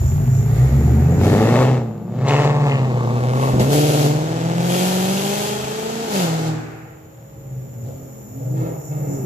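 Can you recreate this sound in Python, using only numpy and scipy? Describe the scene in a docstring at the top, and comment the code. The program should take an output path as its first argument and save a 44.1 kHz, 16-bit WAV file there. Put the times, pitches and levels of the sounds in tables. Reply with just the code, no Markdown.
"""Sports car pulling away at night

A V8 with an open exhaust passes a microphone on the ground, each firing a pulse that rings pipe, silencer
and tips. The burble hardens into a crackling growl; the driver lifts, opens up again with a thump and a
hiss of gas, changes up and rumbles on far away. Tyres roar, gears whirr and insects buzz in the trees."""
import sys
import numpy as np
from scipy import signal
from scipy.fft import rfft, irfft, next_fast_len
from scipy.io import wavfile
from scipy.ndimage import uniform_filter1d

SR = 44100
rng = np.random.default_rng(int(sys.argv[2]) if len(sys.argv) > 2 else 0)


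def log_audio(samples):
    """Write samples as a 16-bit WAV file to the path given in sys.argv[1]."""
    # one column per channel
    frames = np.atleast_2d(samples).T
    # limit to full scale, then quantise
    limited = np.clip(frames, -1, 1)
    pcm = np.round(limited * 32767).astype(np.int16)
    wavfile.write(sys.argv[1], SR, pcm)


N = 407925
TIME = np.arange(N) / SR

# Rev curve: t/s, firing rate/Hz
REVS = [(0.0, 46.8), (0.45, 56.0), (.75, 68.0), (1.11, 83.0), (1.35, 99.5), (1.62, 129.0), (1.75, 128.0),
        (1.92, 114.0), (2.05, 110.0), (2.3, 140.0), (2.45, 145.0), (2.63, 146.0), (2.79, 131.0),
        (3.05, 119.0), (3.28, 124.0), (3.45, 133.0), (3.6, 124.0), (3.73, 145.6), (3.88, 149.7),
        (4.08, 146.5), (4.25, 158.0), (4.5, 167.0), (4.85, 183.0), (5.03, 186.0), (5.4, 206.0),
        (5.55, 209.0), (6.04, 228.5), (6.27, 164.0), (6.55, 156.0), (6.85, 160.0), (7.15, 156.0),
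        (7.6, 145.0), (7.85, 137.0), (8.3, 125.0), (8.57, 161.0), (8.7, 162.0), (8.85, 150.0), (9.0, 149.0),
        (9.25, 132.0)]
# Distance and heading: t/s, loss/dB, treble beamed at the listener/dB, front steepness that arrives/0-1
PERSPECTIVE = [(0, 4.5, 13.5, 0.25), (1.5, -2, -5, 0.54), (2.4, 4.5, -8.5, 1), (3.2, 1.5, -2.5, 0.75),
               (3.8, 3.5, 0, 0.086), (5.2, 7, 8.5, 0.69), (6.45, 4, 7.5, 0.69), (6.75, 10, 10.5, .4),
               (7.15, 19.5, -2, 0.16), (8, 11, 2, 0.073), (9.25, 13.5, -20, 0.85)]
# Stereo move: t/s, left-ear lag/ms, reverb send/dB, treble lean to the left/dB
PANNING = [(0, -.42, -13, 0), (.7, -.17, -14, 1), (1.7, -.07, -14, 2), (3.4, .33, -12, 1.2),
           (6.0, .37, -9, 1.4), (7.2, .37, -2, 0), (9.25, .4, -3, 0)]
def car():
    """Revs, throttle and distance drive the exhaust layers, which travel from left to right."""
    rate, = automation(REVS)
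    loss_db, beam_db, steepness = automation(PERSPECTIVE)
    lag_ms, send_db, lean_db = automation(PANNING)
    phase = np.cumsum(rate) / SR  # counts firings
    load = throttle()
    # A hard press steepens the pressure fronts: 0 is a soft puff, 1 a shock.
    shock = 0.036 + 0.59 * np.minimum(load / 0.85, 1) ** 2
    shock = np.clip(shock * steepness, .02, .98)
    throb = cycle_throb(phase)

    note = from_db(-loss_db) * firing_note(rate, phase, load) + octave_howl(phase)
    lows = ground_dip(burble(rate, phase), loss_db) + thumps()
    mids = growl(rate, phase, load, shock, loss_db, beam_db) + hollow_throat(phase)
    mids = throb * mids + far_barks(phase)
    highs = crackle(phase, load, shock, loss_db) + snarls(phase)
    highs = highs + throb * shock_fronts(phase) + rasps(phase)
    hiss, sizzle = gas_jet(phase, load, beam_db - loss_db)

    lean = from_db(lean_db * np.array([[1], [-1]]))
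    left, right = note + lows + np.sqrt(lean) * mids + lean * highs
    half_lag_s = lag_ms / 2000
    direct = np.array([np.interp(TIME - half_lag_s, TIME, left),
                       np.interp(TIME + half_lag_s, TIME, right)])
    reverb = from_db(send_db) * surroundings(1.26 * lows + mids + highs, t60=0.64, dull_hz=3240)
    return direct + reverb + lean * hiss + sizzle


# Pedal presses, stacking where they overlap: t/s, length/s, attack/s, opening/0-1
PRESSES = [(0.425, 1.207, 0.14, 0.31), (1.168, 0.61, 0.078, 0.49), (1.42, 0.28, 0.27, 0.1),
           (2.058, 4.418, 0.16, 0.6), (2.233, 0.22, 0.064, 0.53), (2.57, 0.1, 0.14, 0.3),
           (3.31, 0.18, 0.11, 0.26), (3.534, 2.57, 0.088, 0.08), (3.592, 0.02, 0.0095, 0.31),
           (3.681, 0.38, 0.053, 0.41), (4.567, 0.9, 0.13, 0.23), (4.677, 0.19, .07, 0.1),
           (6.076, 0.16, 0.085, 0.3), (6.443, 0.2, 0.11, 0.15), (7.83, 0.045, 0.041, 0.42),
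           (8.32, 0.46, 0.063, 0.35), (8.522, 0.15, 0.056, 0.45), (8.862, 0.46, 0.06, 0.61)]
def throttle(release_s=0.098):
    """Each press ramps the throttle open; after its length the gas dies away."""
    load = 0
    for start, length, attack, opening in PRESSES:
        ramp = np.clip((TIME - start) / attack, 0, 1)
        release = np.exp(-np.maximum(TIME - start - length, 0) / release_s)
        load = load + opening * ramp * release
    return load


# Rhythm of one engine cycle: position/firing intervals, accent at contrast 1/dB
CYLINDERS = [(0.824, 13), (1.785, 14.5), (2.805, 14.5), (3.931, 12), (4.866, 9.5), (5.839, 15),
             (6.802, 6.5), (7.797, 12.5)]
def firings(phase, contrast, scatter_db, jitter):
    """One click as each exhaust valve opens; contrast spreads strong and weak cylinders apart."""
    position, accent_db = np.transpose(CYLINDERS)
    cycle_starts = np.arange(int(phase[-1] / len(CYLINDERS)))[:, None] * len(CYLINDERS)
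    timing, strength = rng.standard_normal((2, len(cycle_starts), len(CYLINDERS)))
    onsets = np.interp(cycle_starts + position + jitter * timing, phase, np.arange(N)).astype(int)
    clicks = np.zeros(N)
    clicks[onsets] = -from_db(contrast * accent_db + scatter_db * strength)
    return clicks


def puffs(clicks, fade_hz):
    """Each click releases a short gust of gas; rms 1."""
    return rms_one(cut(-clicks, fade_hz, "low", order=1))


# Grit in the growl, also the waver of burble and octave: t/s, roughness/0-1
ROUGHNESS = [(0, 1), (1.1, .9), (1.6, .7), (2.05, 1), (2.3, .38), (3.2, .42), (3.8, .33), (5.2, .3),
             (5.9, .3), (6.2, .6), (7, .8), (8.6, .9)]
# Body of silencer and tailpipe: f/Hz, width/Hz, gain/dB
SILENCER_MODES = [(288.5, 51, -1), (351, 58, 2.5), (434.4, 58, 6), (512, 97, 4.5), (598, 51, -2),
                  (713, 130, 2.5), (830, 25, -6), (1180, 130, -6.5)]
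def growl(rate, phase, load, shock, loss_db, beam_db):
    """Pressure pulses ring the silencer: soft puffs off the throttle, steep bright fronts under load."""
    # Overtones howl under load and behind the car, fading by 26 dB an octave below 173 Hz.
    octaves_below = np.maximum(np.log2(173 / rate), 0)
    howl_db = -56 + 12.5 * load + 0.58 * beam_db - 26 * octaves_below + 3.5 * drift(4.6)
    overtones = -sum(2 / k * np.cos(2 * np.pi * k * (phase - CYLINDERS[0][0])) for k in range(2, 6))
    clicks = firings(phase, contrast=.65, scatter_db=1.4, jitter=.012)
    turbulence = rms_one(.3 + puffs(clicks, fade_hz=25)) * rng.standard_normal(N)
    drive = rms_one(clicks) + automation(ROUGHNESS)[0] * turbulence + from_db(howl_db) * overtones
    rounded = cut(drive, 230, "low", order=1)
    fronts = rounded + shock * (drive - rounded)
    body = resonate(fronts, SILENCER_MODES, alternate=False)
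    body = cut(cut(body, 218, "high"), 1260, "low", order=3)
    return from_db(-38 + 20 * load - loss_db) * hold_level(body)


# Partials left by the unequal cylinder banks: multiple of the cycle rate, level/dB
BURBLE_PARTIALS = [(3, -7), (4, -25), (5, -9), (6, -1.5), (7, -2.5), (9, -17), (10, -1), (11, -6.5),
                   (12, -7), (13, 2.5), (14, -1.5), (15, 4.5), (16, 4), (17, -0.5), (18, -26), (19, -4),
                   (20, 1.5), (21, -10.5), (22, -5.5), (23, 4.5), (24, -16.5)]
# Bass lift on the deepest partials: t/s, gain/dB
BURBLE_BASS = [(0, 24), (.7, 8), (3.5, -14), (4.2, -26), (5.1, -11), (5.6, 6), (6.1, -30), (7.4, 17),
               (7.8, 12), (9.25, -6)]
# Boom of the long pipe: f/Hz, width/Hz, gain/dB
PIPE_MODES = [(86.6, 14, -24.5), (114, 24, -9.5), (133.5, 24, 0), (188.2, 8.5, -7.5), (219.5, 21, -6)]
# Burble fader: t/s, level/dB
BURBLE_LEVEL = [(0, -14.5), (.7, -12.5), (1.35, -14), (2.03, -28), (2.2, -20.5), (3.6, -25), (5.1, -25.5),
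                (5.4, -31), (6.1, -30), (6.35, -37), (6.6, -26.5), (6.95, -45), (7.2, -45), (7.5, -34),
                (7.85, -27), (8.2, -40), (8.55, -21.5), (8.82, -35), (9.25, -23.5)]
def burble(rate, phase, waver_db=7.5, wander_turns=0.12):
    """The partials of the uneven engine cycle swell in turn as they cross the pipe resonances."""
    coarse = slice(None, None, 8)  # bass needs only every eighth sample
    cycle, cycle_hz = phase[coarse] / len(CYLINDERS), rate[coarse] / len(CYLINDERS)
    bass_db = automation(BURBLE_BASS)[0][coarse]
    roughness = automation(ROUGHNESS)[0][coarse]
    upper_partials = [(k, -4.5) for k in range(25, 42)]
    partials = 0
    for k, db in BURBLE_PARTIALS + upper_partials:
        turns = k * cycle + rng.random() + roughness * wander_turns * drift(3.0)[coarse]
        bass_share = np.interp(k * cycle_hz, [90, 120], [1, 0])
        level_db = db + bass_share * bass_db + roughness * waver_db * drift(2.55)[coarse]
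        partials = partials + from_db(level_db) * np.sin(2 * np.pi * turns)
    rumble = resonate(np.interp(TIME, TIME[coarse], partials), PIPE_MODES)
    rumble = cut(cut(rumble, 57, "high", order=3), 426, "low", order=4)
    return fader(BURBLE_LEVEL) * hold_level(rumble)


# How the pipes pass the firing note: f/Hz, level/dB
NOTE_RESPONSE = [(46, -26.5), (56, -33), (68, -25), (78, -23.5), (100, -38.5), (130, -30.5), (147, -28.5),
                 (161, -35), (176, -30), (189, -30), (203, -35), (216, -44.5), (228, -38)]
def firing_note(rate, phase, load, boost_db=15.5, full_load=0.62, waver_db=1.7):
    """A clean tone at the firing rate swells with throttle and as it crosses the pipe resonances."""
    hz, db = np.transpose(NOTE_RESPONSE)
    level_db = np.interp(np.log(rate), np.log(hz), db) + boost_db * np.minimum(load / full_load, 1)
    return -from_db(level_db + waver_db * drift(27)) * np.sqrt(2) * np.cos(2 * np.pi * phase)


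# Octave fader: t/s, level/dB
OCTAVE_LEVEL = [(3.55, -57), (3.75, -28), (4.08, -34), (4.25, -45), (4.75, -64), (5.0, -34), (5.15, -52),
                (5.3, -28), (5.57, -83), (5.76, -36), (6.05, -42), (6.3, -52), (7.7, -78), (8.05, -43),
                (8.22, -56), (8.37, -37), (8.5, -50), (8.65, -31), (8.82, -62), (9.0, -45), (9.13, -27.5),
                (9.25, -54)]
def octave_howl(phase, waver_db=1.5):
    """The octave of the firing note howls in the silencer in swells that carry from far off."""
    waver = from_db(waver_db * automation(ROUGHNESS)[0] * drift(11))
    return -fader(OCTAVE_LEVEL) * waver * np.sqrt(2) * np.cos(4 * np.pi * (phase - CYLINDERS[0][0]))


# Hollow colour of the silencer at light throttle: f/Hz, width/Hz, gain/dB
THROAT_MODES = [(302, 27, -1), (322, 44, -2.5), (422, 22, 10.5), (482, 8, 2.5), (620, 25, -12),
                (708, 22, 2), (750, 20, -6)]
# Its fader and pitch bend: t/s, level/dB, frequency factor
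THROAT_MOVES = [(0, -40, 0.87), (.5, -37, 0.95), (1.1, -30.5, 0.98), (1.35, -18.5, 0.95),
                (1.58, -21.5, 1.3), (1.9, -53, 0.77), (2.7, -42, 1.1), (3.0, -35, 1.156), (3.5, -37, 1.12),
                (3.8, -32, 0.88), (7, -55, 1.1)]
def hollow_throat(phase, flutter_db=2):
    """Uneven gusts of gas set the hollow silencer ringing, and the ring bends in pitch."""
    level_db, tuning = automation(THROAT_MOVES)
    clock = np.cumsum(tuning)  # ringing on a warped clock bends all modes together
    ticks = np.arange(int(clock[-1]))
    clicks = firings(phase, contrast=1.2, scatter_db=3, jitter=.03)
    gusts = puffs(clicks, fade_hz=14) * rng.standard_normal(N)
    ringing = resonate(np.interp(ticks, clock, gusts), THROAT_MODES, alternate=False)
    hollow = np.interp(clock, ticks, cut(ringing, [240, 850], "band", order=3))
    return from_db(level_db + flutter_db * drift(5.6)) * hold_level(hollow)


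# Exhaust tremolo: t/s, depth/0-1
THROB_DEPTH = [(1.7, 0), (2.3, 0), (2.9, 0.1), (3.4, 0), (3.8, 0), (5.2, 0), (5.8, 0.55), (6.3, 0)]
def cycle_throb(phase, peak_firing=1.07):
    """The loud half of each engine cycle makes the exhaust flutter: a gain that keeps the mean power."""
    depth, = automation(THROB_DEPTH)
    swing = np.cos(2 * np.pi * (phase - peak_firing) / len(CYLINDERS))
    return (1 + depth * swing) / np.sqrt(1 + depth ** 2 / 2)


# Bright ring of the pipe tips: f/Hz, width/Hz, gain/dB
TIP_MODES = [(1200, 230, -7), (1343, 79, -3.5), (1845, 250, -1.5), (2140, 160, -3), (2576, 130, -4),
             (3500, 940, -12)]
def crackle(phase, load, shock, loss_db):
    """Under load the strongest pulses rattle the tips; otherwise the gas only rustles."""
    clicks = firings(phase, contrast=1.2, scatter_db=1.8, jitter=.005)
    rustle = rms_one(1 + puffs(clicks, fade_hz=68)) * rng.standard_normal(N)
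    drive = np.sqrt(shock) * rms_one(clicks) + np.sqrt(1 - shock) * rustle
    rattle = cut(cut(resonate(drive, TIP_MODES, alternate=False), 790, "high"), 3250, "low")
    return from_db(-51 + 26.5 * load - 1.28 * loss_db) * np.sqrt(shock) * hold_level(rattle)


# Crack of the fronts leaving the tips under hard load: t/s, level/dB
CRACK_LEVEL = [(1.15, -49), (1.27, -38), (1.45, -40), (1.61, -30), (1.72, -37), (1.85, -60), (2.24, -61),
               (2.28, -41), (2.42, -44), (2.53, -37.5), (2.74, -50), (2.88, -59), (3.3, -32.5), (3.44, -49),
               (3.63, -46), (3.76, -36), (4.1, -42), (4.5, -32), (7, -59)]
# Bark of the tips: f/Hz, width/Hz, gain/dB
TIP_BARK_MODES = [(866, 190, 2.5), (1108, 42, 8), (1194, 36, 3)]
# Bark fader, up as the tips turn to the listener: t/s, level/dB
TIP_BARK_LEVEL = [(0, -43), (1.15, -61), (1.6, -24), (1.9, -66), (2.2, -49), (2.3, -27.5), (2.7, -32.5),
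                  (2.9, -39.5), (3.0, -30.5), (3.27, -37.5), (3.44, -23.5), (3.54, -38.5), (6.4, -48),
                  (7, -70)]
def shock_fronts(phase, lead_firings=.08):
    """A spike and a short suction run just ahead of each pulse and set the tips barking."""
    spikes = -firings(phase + lead_firings, contrast=1.3, scatter_db=3.2, jitter=.018)
    crack = cut(spikes, 260, "high")
    crack = cut(cut(crack, 470, "low", order=1), 7000, "low", order=1)
    bark = cut(resonate(spikes, TIP_BARK_MODES), 1150, "low")
    return fader(CRACK_LEVEL) * hold_level(crack) + fader(TIP_BARK_LEVEL) * hold_level(bark)


# Hits as the throttle snaps open: t/s, bark peak/dB, spit/dB
THUMPS = [(2.283, -28, -26.5), (3.524, -10.5, -44), (3.562, -14.5, -50), (3.595, -8.5, -29)]
# Body of a thump: f/Hz, width/Hz, gain/dB
THUMP_MODES = [(70, 34, -1), (125, 54, 6), (228, 63, 7), (378, 38, 7), (620, 210, 3)]
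def thumps(slug_s=0.0014, churn_s=0.026, spit_s=0.012):
    """A slug of gas barks in the pipe, churns on as a deep whump and spits at the tip."""
    out, gas = 0, noise(HISS_EQ)[0]
    eddies = rms_one(cut(rng.standard_normal(N), 260, "low", order=1))
    for start, bark_db, spit_db in THUMPS:
        age = np.maximum(TIME - start, 0)
        push = (age > 0) * (np.exp(-age / slug_s) + 0.47 * eddies * np.exp(-age / churn_s))
        bark = resonate(push, THUMP_MODES)
        spit = (age > 0) * np.exp(-age / spit_s) * gas
        out = out + from_db(spit_db) * spit - from_db(bark_db) * bark / np.abs(bark).max()
    return out


# Colour of the gas hiss: f/Hz, level/dB
HISS_EQ = [(850, -16), (1400, 0), (1900, -6), (3000, 2), (4200, 1), (5500, -1), (7200, 1.5), (8300, -5.5),
           (9500, -55)]
# Colour of the sizzle on top: f/Hz, level/dB
SIZZLE_EQ = [(7000, -36), (8300, -2.5), (9500, 1), (11900, 3.5), (14500, -2.5)]
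# Sizzle trim as the car turns: t/s, gain/dB
SIZZLE_TRIM = [(0, 11), (1.25, 1.5), (1.65, -2), (2.4, -8.5), (3.3, 2.5), (3.9, 0.5), (4.35, -3),
               (4.75, 1.5), (6.2, -1.5), (6.6, -4)]
def gas_jet(phase, load, perspective_db):
    """Turbulent gas hisses, pulsing with the firings; the harder it blows, the brighter it is."""
    gusts = puffs(firings(phase, contrast=1.3, scatter_db=1.6, jitter=.02), fade_hz=70)
    hiss_db = -59 + 30.5 * load + perspective_db
    hiss = from_db(hiss_db) * noise(HISS_EQ)
    sizzle = from_db(3.5 + 1.315 * hiss_db) * fader(SIZZLE_TRIM) * noise(SIZZLE_EQ)
    return hiss * rms_one(1 + 0.16 * gusts), sizzle * rms_one(1 + 0.19 * gusts)


def flare(phase, swells, modes, band_hz, grit, attack_ratio):
    """Pulses and their gusts ring a group of modes in brief swells; attack_ratio is rise over fall."""
    clicks = firings(phase, contrast=1.1, scatter_db=2, jitter=.02)
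    drive = rms_one(clicks) + grit * puffs(clicks, fade_hz=70) * rng.standard_normal(N)
    envelope = sum(from_db(db) * swell(peak, np.where(TIME < peak, attack_ratio * width, width))
                   for peak, width, db in swells)
    return envelope * hold_level(cut(resonate(drive, modes), band_hz, "band"))


# Snarl cues: peak t/s, width/s, level/dB
SNARLS = [(2.305, 0.11, -30.5), (2.705, 0.062, -30.5), (3.41, 0.054, -42)]
# Ring of a snarl: f/Hz, width/Hz, gain/dB
SNARL_MODES = [(1800, 100, 1), (2050, 120, 0.5), (2530, 200, -0.5), (2950, 250, -3), (4240, 500, -20.5)]
def snarls(phase):
    """The tips snarl as the throttle is blipped."""
    return flare(phase, SNARLS, SNARL_MODES, band_hz=[1400, 6000], grit=.9, attack_ratio=0.16)


# Rasp cues: peak t/s, width/s, level/dB
RASPS = [(3.83, .11, -35), (4.76, 0.068, -34), (5.15, 0.5, -35), (6.19, .05, -45)]
# Edge of a rasp: f/Hz, width/Hz, gain/dB
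RASP_MODES = [(2340, 260, -3.5), (2810, 190, -2), (3130, 130, 0), (3300, 220, -0.5), (7250, 760, -4)]
def rasps(phase):
    """Gas rasps at the tips under full throttle."""
    return flare(phase, RASPS, RASP_MODES, band_hz=[2000, 8000], grit=1.4, attack_ratio=0.77)


# Distant bark cues: peak t/s, width/s, level/dB
FAR_BARKS = [(7.9, 0.026, -41), (8.43, 0.075, -41), (8.66, 0.053, -36), (9.03, 0.08, -41)]
# Ring of those barks: f/Hz, width/Hz, gain/dB
FAR_BARK_MODES = [(460, 45, 0), (526, 38, 0.5), (627, 29, -1.5)]
def far_barks(phase):
    """Distant blips of the throttle bark in the silencer."""
    return flare(phase, FAR_BARKS, FAR_BARK_MODES, band_hz=[410, 690], grit=1.1, attack_ratio=0.82)


def ground_dip(x, loss_db, centre_hz=220, width_hz=240):
    """With distance the ground reflection cancels a band in the bass."""
    depth = np.interp(loss_db, [-5.5, 11], [0, 1])
    return x - depth * resonate(x, [(centre_hz, width_hz, 0)])


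def surroundings(x, t60, dull_hz, predelay_s=.012):
    """Trees and buildings scatter a dull tail back, different in each ear above the bass."""
    age = TIME[:SR]
    mid, side = rng.standard_normal((2, SR)) * from_db(-60 * age / t60) * (age > predelay_s)
    side = cut(side, 240, "high")
    tails = cut(np.array([mid + side, mid - side]), dull_hz, "low", order=1)
    return signal.fftconvolve(x[None], tails / np.sqrt(np.sum(mid ** 2)), axes=1)[:, :N]


# Tyre fader: t/s, level/dB
TYRE_LEVEL = [(0, -47), (.6, -43.5), (1.5, -35.5), (2.0, -60.5), (3.3, -45.5), (4.8, -38), (6.6, -38),
              (6.9, -47), (7.25, -70)]
# Colour of the tread roar: f/Hz, level/dB
TREAD_EQ = [(600, -12), (780, 5), (950, -8.5), (1200, -3), (1500, -1.5), (1900, -6), (2600, -10),
            (3000, -18)]
def tyres():
    """The tread roars softly on the asphalt until the car is gone."""
    return fader(TYRE_LEVEL) * noise(TREAD_EQ)


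# Ring of the drive train: f/Hz, width/Hz, gain/dB
WHIRR_MODES = [(1220, 70, 3), (1390, 70, -19), (1895, 160, 2), (2120, 90, -4)]
# Whirr fader, up as the car rolls close by: t/s, level/dB
WHIRR_LEVEL = [(0, -62), (.4, -56), (.6, -40.5), (1.0, -48), (1.5, -53), (2, -75)]
def whirr():
    """Belts and gears whirr in a few narrow resonances."""
    ringing = resonate(rng.standard_normal((2, N)), WHIRR_MODES, alternate=False)
    return fader(WHIRR_LEVEL) * rms_one(cut(ringing, [1050, 2400], "band"))


# Insect bed fader: t/s, level/dB
CHORUS_LEVEL = [(0, -46.5), (1.15, -49), (1.7, -62.5), (6.6, -61), (7.2, -58.5), (7.8, -53), (9.25, -46)]
# Calls of a near katydid: peak t/s, level/dB
KATYDID_CALLS = [(.08, -39.5), (.37, -39.5), (.61, -47.5), (.86, -48), (1.15, -45), (8.87, -44),
                 (9.14, -41)]
# Colour of the katydids' buzz: f/Hz, level/dB
KATYDID_EQ = [(4700, -36), (5500, -7), (5900, -5.5), (6300, -19), (6800, 4.5), (7150, 7), (7450, -2),
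              (7900, -55)]
# Sheen of the high chorus: f/Hz, level/dB
CHORUS_EQ = [(8500, -20.5), (10000, -8), (11500, -1.5), (13000, 5), (14500, 3.5)]
def insects(stroke_hz, depth):
    """Katydids buzz with quick wing strokes under a smooth, higher chorus; a near one calls in swells."""
    chorus = fader(CHORUS_LEVEL)
    near = sum(from_db(db) * swell(peak, width_s=0.049) for peak, db in KATYDID_CALLS)
    distant = from_db(1.5) * chorus
    strokes = np.cumsum(stroke_hz * (1 + 0.065 * drift(5.3))) / SR
    buzz = rms_one(1 + depth * np.sin(2 * np.pi * strokes)) * noise(KATYDID_EQ)
    return np.hypot(near, distant) * buzz + chorus * noise(CHORUS_EQ)


# Cue for a thin, far tone: t/s, length/s, f/Hz, level/dB
FAR_TONE = (7.07, 1.22, 546, -48.5)
def far_tone(waver_db=1.5):
    """A faint, thin tone swells and fades in the night air."""
    start, length, hz, db = FAR_TONE
    progress = np.clip((TIME - start) / length, 0, 1)
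    arch = np.sqrt(8 * progress * (1 - progress))
    return from_db(db + waver_db * drift(3)) * arch * np.sin(2 * np.pi * hz * TIME)


# Colour of the night ambience: f/Hz, level/dB
NIGHT_EQ = [(25, -20), (60, 14.5), (130, 19), (250, 5), (550, -2), (1000, -6.5), (2000, -12.5),
            (4500, -24.5), (14000, -124)]
def night_air(db):
    """Distant town rumble, alike in both ears in the bass."""
    mid, side = noise(NIGHT_EQ)
    return from_db(db) * (mid + cut(side, 600, "high") * np.array([[1], [-1]]))


def from_db(db):
    """Decibels to amplitude."""
    return 10 ** (np.asarray(db) / 20)


def rms_one(x):
    """Scales to an rms of 1."""
    return x / np.sqrt(np.mean(x ** 2) + 1e-20)


def automation(rows):
    """One curve, sample by sample, for each column after the time."""
    times, *columns = np.transpose(rows)
    return [np.interp(TIME, times, column) for column in columns]


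def fader(rows):
    """A gain curve from rows of t/s, level/dB."""
    return from_db(automation(rows)[0])


def swell(peak_s, width_s):
    """A bell-shaped envelope that peaks at 1."""
    return np.exp(-((TIME - peak_s) / width_s) ** 2 / 2)


def drift(hz):
    """Smooth random modulation, mostly slower than hz; rms about 1."""
    hop, run_in = 100, 1000
    r = np.exp(-2 * np.pi * hz * hop / SR)
    steps = rng.standard_normal(N // hop + run_in + 2)
    slow = signal.lfilter([1], [1, -2 * r, r * r], steps)[run_in:]
    return np.interp(np.arange(N) / hop, np.arange(len(slow)), rms_one(slow))


def cut(x, hz, kind, order=2):
    """Butterworth filter."""
    return signal.sosfilt(signal.butter(order, hz, kind, fs=SR, output="sos"), x)


def resonate(x, modes, alternate=True):
    """Parallel resonances; alternating signs smear a pulse, equal signs keep its edge and leave notches."""
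    out = 0
    for k, (hz, width, db) in enumerate(modes):
        r = np.exp(-np.pi * width / SR)
        poles = [1, -2 * r * np.cos(2 * np.pi * hz / SR), r * r]
        sign = (-1) ** k if alternate else 1
        out = out + sign * from_db(db) * (1 - r * r) / 2 * signal.lfilter([1, 0, -1], poles, x + 1e-18)
    return out


def hold_level(x):
    """Holds the rms at 1 over a tenth of a second and keeps the faster throb."""
    power = uniform_filter1d(uniform_filter1d(x ** 2, SR // 10), SR // 20)
    return x / np.sqrt(np.maximum(power, 1e-14))


def noise(eq):
    """Coloured noise, unrelated in the two channels; rms 1."""
    hz, db = np.transpose(eq)
    size = next_fast_len(N)
    bins = np.maximum(np.fft.rfftfreq(size, 1 / SR), 1)
    colour = from_db(np.interp(np.log(bins), np.log(hz), db, left=-70, right=-70))
    return rms_one(irfft(rfft(rng.standard_normal((2, size))) * colour, size)[:, :N])


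def scene():
    """The car up front, over a bed of insects and night air."""
    vehicle = car() + tyres() + whirr()
    return vehicle + insects(stroke_hz=127, depth=0.075) + far_tone() + night_air(db=-46.5)


def record(dry):
    """Soft saturation rounds the peaks and a steep low-pass cuts the top."""
    cutoff_hz = 14650
    lowpass = signal.ellip(12, .1, 80, cutoff_hz, fs=SR, output="sos")
    return signal.sosfilt(lowpass, 2 * np.tanh(dry / 2))


dry = scene()
out = record(dry)
log_audio(out)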